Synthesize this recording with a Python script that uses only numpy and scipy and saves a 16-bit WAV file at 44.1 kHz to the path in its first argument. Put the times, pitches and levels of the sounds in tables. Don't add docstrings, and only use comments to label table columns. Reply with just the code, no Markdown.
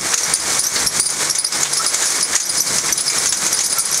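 import sys
import numpy as np
from scipy import signal
from scipy.fft import rfft, irfft
from scipy.io import wavfile
from scipy.ndimage import map_coordinates

SR = 44100
rng = np.random.default_rng(int(sys.argv[2]) if len(sys.argv) > 2 else 0)


def dump_mix(stems):
    frames = np.atleast_2d(stems).T
    limited = np.clip(frames, -1, 1)
    pcm = np.round(limited * 32767).astype(np.int16)
    wavfile.write(sys.argv[1], SR, pcm)


N = 176400

# t/s, duration/s, f/Hz, lower ring level/dB, upper ring level/dB, scrape level/dB
LINK_SQUEAKS = [(0.233, 0.011, 5790, -11.5, -25, -14), (0.337, 0.026, 4796, -13.5, -6.5, -10),
                (0.397, 0.011, 4970, -18, -16.5, -26), (0.591, 0.031, 5010, -18, -12.5, -13.5),
                (0.637, 0.005, 5700, -10, -18.5, -22), (0.666, 0.01, 6110, -10, -21, -27),
                (0.863, 0.008, 5130, -22, -21, -19), (0.87, 0.015, 5580, -8, -9, -12),
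                (0.998, 0.033, 4780, -13, -3, -8), (1.027, 0.018, 5150, -15, -8.5, -14),
                (1.053, 0.041, 4880, -15, -9, -13), (1.1, 0.014, 4900, -22, -11.5, -14),
                (1.297, 0.008, 5560, -16, -21, -15), (1.306, 0.012, 5630, -11, -17, -14),
                (1.384, 0.036, 4980, -15.5, -9.5, -20), (1.444, 0.022, 4980, -11, -9, -16),
                (1.465, 0.011, 5740, -12.5, -21, -15), (1.733, 0.012, 4950, -21, -16, -14),
                (1.769, 0.038, 5336, -14, -21, -14.5), (1.862, 0.053, 5070, -17.5, -17, -16),
                (2.055, 0.043, 5450, -19.5, -24, -13), (2.1, 0.017, 4980, -31, -27, -14.5),
                (2.226, 0.04, 5080, -16, -13, -19), (2.425, 0.025, 4970, -18, -19.5, -30),
                (2.452, 0.021, 5840, -18, -27, -26), (2.492, 0.019, 4920, -19, -13, -21),
                (2.571, 0.052, 5140, -18, -22, -20), (2.604, 0.033, 5940, -9.5, -17, -12),
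                (2.669, 0.016, 5050, -17.5, -21, -19), (2.924, 0.015, 5980, -10, -20, -10.5),
                (2.975, 0.017, 5080, -12.5, -12, -13), (3.004, 0.0084, 5040, -17, -11, -11),
                (3.059, 0.01, 5570, -20, -26, -21), (3.078, 0.023, 5050, -13, -16, -23),
                (3.181, 0.012, 5340, -19.5, -15.5, -18), (3.289, 0.022, 5370, -14.5, -14.5, -25),
                (3.34, 0.016, 5960, -13, -32, -34), (3.368, 0.015, 5060, -20, -17.5, -14),
                (3.527, 0.014, 5800, -17, -25, -15), (3.539, 0.026, 4920, -18.5, -13.5, -27),
                (3.567, 0.03, 5250, -20, -25, -26), (3.635, 0.044, 5060, -18, -20.5, -12.5),
                (3.661, 0.0031, 6300, -14, -20, -8.5), (3.697, 0.014, 5120, -20, -18.5, -21),
                (3.725, 0.018, 4970, -18.5, -14, -28), (3.782, 0.0094, 5900, -20, -19, -17),
                (3.791, 0.049, 4800, -22, -9.5, -10.5), (3.851, 0.016, 5050, -20, -14.5, -14),
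                (3.913, 0.011, 5920, -18.5, -31, -29), (3.927, 0.0092, 5090, -21, -19, -26),
                (3.973, 0.015, 6090, -21, -25, -10)]
# f/Hz, relative level/dB
SCRAPE_SPECTRUM = [(3000, -20.5), (4700, -1.5), (6000, 6), (8000, -0.5), (10000, 6), (11000, -8),
                   (12500, -13.5), (15500, -31)]
# t/s, relative level/dB
SOIL_SURGES = [(0,-11),(.05,0.5),(.2,2.5),(.38,-1),(.48,0.5),(.7,0),(1.0,0.5),(1.2,0.2),(1.42,-2.5),(1.56,.5),(1.78,-0.5),(2.18,-1),(2.42,-2.5),(2.55,-1.5),(2.87,0.5),(3.02,-3.5),(3.14,1),(3.3,-1.5),(3.45,1.5),(4,-1.5)]
# t/s, relative level/dB
CHAIN_LOAD = [(0,-9.5),(.06,-0.5),(.2,2),(.32,-3.5),(.6,2),(.8,-1.5),(.98,0.5),(1.1,0),(1.27,-1),(1.43,-6),(1.56,-1),(2.2,-1),(2.44,-4),(2.6,2),(3.02,-1),(3.5,0.5),(4,-1)]
# t/s, level/dB
FRAME_LEVEL = [(.08,-40.5),(.18,-43),(.48,-35.5),(.72,-42),(.88,-32.5),(1.06,-41),(1.25,-38.5),(1.42,-44),(2.05,-51),(2.3,-40),(2.42,-52),(2.56,-37.5),(2.88,-32.5),(3.02,-40),(3.25,-36),(3.9,-42.5)]
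# f/Hz, relative level/dB
PANEL_SPECTRUM = [(40, -26.5), (150, -10), (340, -1), (700, -1), (1350, 1.5), (1700, 1), (2300, 0.5),
                  (2650, -9), (4000, -4), (6000, -17.5), (15000, -50)]
RATTLE_SPECTRUM = [(1500, -37), (3300, -18), (4400, -5), (5100, -1.5), (6400, 3), (7100, 0), (8000, -1),
                   (9700, -2), (10500, -9), (12500, -16.5), (15500, -26.5)]
FRAME_SPECTRUM = [(20, -22), (50, -4.5), (100, -3), (170, 2), (300, -4), (600, -10), (2000, -47)]
# t/s, relative level/dB, f/Hz
GUIDE_HITS = [(.14,-7,6400),(.177,-5,6070),(.354,-9,6300),(1.09,-13.5,6340),(1.349,-11.5,6130),(1.522,-17,5300),(1.608,-24,6540),(1.631,-10,6670),(1.943,-10.5,7000),(2.023,-15.5,6800),(2.04,-16,6700),(2.208,-19,5700),(2.353,-9,5960),(2.361,-1.5,6730),(2.399,-5.5,6270),(2.783,-10.5,5700),(3.098,-10,6740),(3.257,-13,6540),(3.269,-10,6240),(3.323,-5,6600),(3.465,-12,6550),(3.589,-10.5,6070),(3.606,-8.5,6550),(3.943,-10.5,6100)]
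HOUSING_HITS = [(.132,-18.5,1520),(.758,-15.5,4400),(1.647,-17,3260),(1.842,-25,1320),(2.024,-18,1630),(2.327,-22.5,1910),(2.356,-16,1950),(2.885,-24,2030),(2.978,-19,3760),(3.162,-29.5,3500),(3.322,-17,3640),(3.416,-27,1380),(3.592,-21,3900)]
# f/Hz, relative level/dB
GUIDE_SPECTRUM = [(300, -30), (2000, -9), (3000, -15), (4800, -6.5), (6000, -6), (6800, -0.5), (7700, -9),
                  (9400, -6.5), (10800, -14.5), (15500, -36)]
HOUSING_SPECTRUM = [(60, -13), (300, -2.5), (1000, 3), (2000, 3.5), (2700, -1), (3900, 2.5), (5500, 1),
                    (12000, -19)]
# t/s, duration/s, f/Hz, level/dB
BEARING_CHIRPS = [(1.792, 0.029, 1293, -17), (3.084, 0.073, 2300, -26.5), (3.76, 0.059, 1343, -25.5)]
# multiple of the fundamental, level/dB
ENGINE_HARMONICS = [(4, -52), (5, -55.5), (9, -49.5), (11, -64), (13, -47.5)]
GEAR_HARMONICS = [(1, -44), (2, -41.5), (3, -48.5)]


def chain_squeaks(rest_hz=5200, slide_per_s=4.8, attack_s=.0042, t60=.095):
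    out, t = np.zeros(N), np.arange(SR // 4) / SR
    upper_ratio, third_ratio = 1.968, 2.94
    for start, length, hz, lower_db, upper_db, scrape_db in LINK_SQUEAKS:
        pitch = hz + (hz - rest_hz) * slide_per_s * (np.minimum(t, 4 * length) - length / 2)
        lower = rubbed_mode(t, pitch) + resonance_noise(t, hz)
        upper = rubbed_mode(t, upper_ratio * pitch) + resonance_noise(t, upper_ratio * hz)
        third = amp(-23.5) * rubbed_mode(t, third_ratio * pitch)
        tone = amp(lower_db) * lower + amp(upper_db) * (upper + third)
        scrape = amp(scrape_db) * noise(len(t), SCRAPE_SPECTRUM)
        rise = np.minimum(t / attack_s, 1)
        decay = np.exp(-np.log(1000) * np.maximum(t - length / 2, 0) / t60)
        add(out, start - .001, (tone + scrape) * rise * decay)
    return out


def rubbed_mode(t, hz, jitter=.016, flutter_db=3.5):
    def roughness(per_s):
        return map_coordinates(rng.standard_normal(2048), [t * per_s], mode="wrap")
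    phase = 2 * np.pi * np.cumsum(hz * (1 + jitter * roughness(853))) / SR
    return unit(np.sin(phase) * amp(flutter_db * roughness(232)))


def resonance_noise(t, hz):
    band = [(hz - 2500, -45), (hz - 800, -8), (hz, 0), (hz + 500, -10), (hz + 2000, -45)]
    return amp(-2.5) * noise(len(t), band)


def conveyor(grains_per_s=9000, grain_share=.4):
    shake_db = 1.94 * wobble(22)
    grains = (rng.random(N) < grains_per_s / SR) * rng.standard_normal(N)
    grains = unit(grains * amp(1.5 * rng.standard_normal(N)))

    def grit():
        return np.sqrt(grain_share) * grains + np.sqrt(1 - grain_share) * rng.standard_normal(N)
    roar = coloured(grit(), PANEL_SPECTRUM)
    roar *= amp(-25 + curve(SOIL_SURGES) + shake_db + .93 * wobble(130))
    rattle = coloured(grit(), RATTLE_SPECTRUM)
    rattle *= amp(-19.5 + curve(CHAIN_LOAD) + shake_db + 1.05 * wobble(160))
    rumble = noise(N, FRAME_SPECTRUM) * amp(curve(FRAME_LEVEL) + 2.8 * wobble(16))
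    return roar + rattle + rumble


def steel_impacts(hits, spectrum, attack_s, t60, ring_db, skirt_db):
    out, t = np.zeros(N), np.arange(SR // 4) / SR
    for start, db, hz in hits:
        cluster = [(hz / 2, -50), (hz / 1.19, skirt_db), (hz, 0), (hz * 1.22, skirt_db), (hz * 2, -50)]
        modes = noise(len(t), spectrum) + amp(ring_db) * noise(len(t), cluster)
        add(out, start, amp(db) * modes * struck(t, attack_s, t60))
    return out


def loose_parts(ticks_per_s=70, centre_hz=6830, count=400):
    out, t = np.zeros(N), np.arange(SR // 10) / SR
    starts = np.cumsum(rng.exponential(1 / ticks_per_s, count))
    envelope = struck(t, attack_s=.00061, t60=.025)
    for start, (strength, *detuning) in zip(starts, rng.standard_normal((count, 4))):
        if start < N / SR:
            hz = np.clip(centre_hz * np.exp(.22 * np.array(detuning)), 3500, 10500)
            modes = np.sin(2 * np.pi * hz[:, None] * t).sum(0)
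            add(out, start, amp(-22.5 + 3 * strength) * modes * envelope)
    return out


def bearing(jitter=.034):
    out = np.zeros(N)
    for start, length, hz, db in BEARING_CHIRPS:
        n = int(length * SR)
        phase = 2 * np.pi * np.cumsum(hz * (1 + jitter * wobble(397)[:n])) / SR
        add(out, start, np.sqrt(2) * amp(db) * np.sin(phase) * signal.windows.tukey(n, .5))
    return out


def shaft_drone(harmonics, hz, drift, flutter_db):
    phase = 2 * np.pi * np.cumsum(hz * (1 + drift * wobble(5))) / SR
    out = np.zeros(N)
    for multiple, db in harmonics:
        peak = np.sqrt(2) * amp(db + flutter_db * wobble(14))
        out += peak * np.sin(multiple * phase + rng.uniform(0, 2 * np.pi))
    return out


def amp(db):
    return 10 ** (np.asarray(db) / 20)


def unit(x):
    return x / np.sqrt(np.mean(x ** 2) + 1e-20)


def curve(points):
    return np.interp(np.arange(N) / SR, *np.transpose(points))


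def wobble(per_s):
    return map_coordinates(rng.standard_normal(int(N * per_s / SR) + 4), [np.arange(N) * per_s / SR])


def coloured(x, spectrum):
    knot_hz, db = np.transpose(spectrum)
    hz = np.fft.rfftfreq(len(x), 1 / SR)
    gain = amp(np.interp(np.log(hz + 1), np.log(knot_hz), db))
    return unit(irfft(rfft(x) * gain, len(x)))


def noise(n, spectrum):
    return coloured(rng.standard_normal(n), spectrum)


def lagged(x, seconds):
    pole = np.exp(-1 / (seconds * SR))
    return signal.lfilter([1 - pole], [1, -pole], x)


def add(track, start, sound):
    i = max(int(start * SR), 0)
    track[i:i + len(sound)] += sound[:max(N - i, 0)]


def struck(t, attack_s, t60):
    return (1 - np.exp(-t / attack_s)) * np.exp(-np.log(1000) * t / t60)


def scene():
    engine = shaft_drone(ENGINE_HARMONICS, hz=36.55, drift=.0057, flutter_db=5.5)
    gear = shaft_drone(GEAR_HARMONICS, hz=1113, drift=.00285, flutter_db=2.5)
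    clanks = steel_impacts(GUIDE_HITS, GUIDE_SPECTRUM,
                           attack_s=.0014, t60=.13, ring_db=1, skirt_db=-15.5)
    knocks = steel_impacts(HOUSING_HITS, HOUSING_SPECTRUM,
                           attack_s=.0066, t60=.11, ring_db=-1.5, skirt_db=-8.5)
    impacts = amp(1.5) * clanks + amp(7) * knocks
    mono = conveyor() + chain_squeaks() + impacts + loose_parts() + bearing() + engine + gear
    return np.array([mono, mono])


def record(dry, threshold_db=-16.5, slope=.93, release_db_per_s=122, top_hz=15700):
    x = dry[0]
    level_db = 10 * np.log10(lagged(x ** 2, seconds=.0025) + 1e-12)
    reduction_db = slope * np.maximum(level_db - threshold_db, 0)
    release_db = release_db_per_s * np.arange(N) / SR
    held_db = np.maximum.accumulate(reduction_db + release_db) - release_db
    x = x * amp(-lagged(held_db, seconds=.002))
    x = x / (1 + np.abs(x / .98) ** 6) ** (1 / 6)
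    x = irfft(rfft(x) * (np.fft.rfftfreq(N, 1 / SR) < top_hz), N)
    return np.array([x, x])


dry = scene()
out = record(dry)
dump_mix(out)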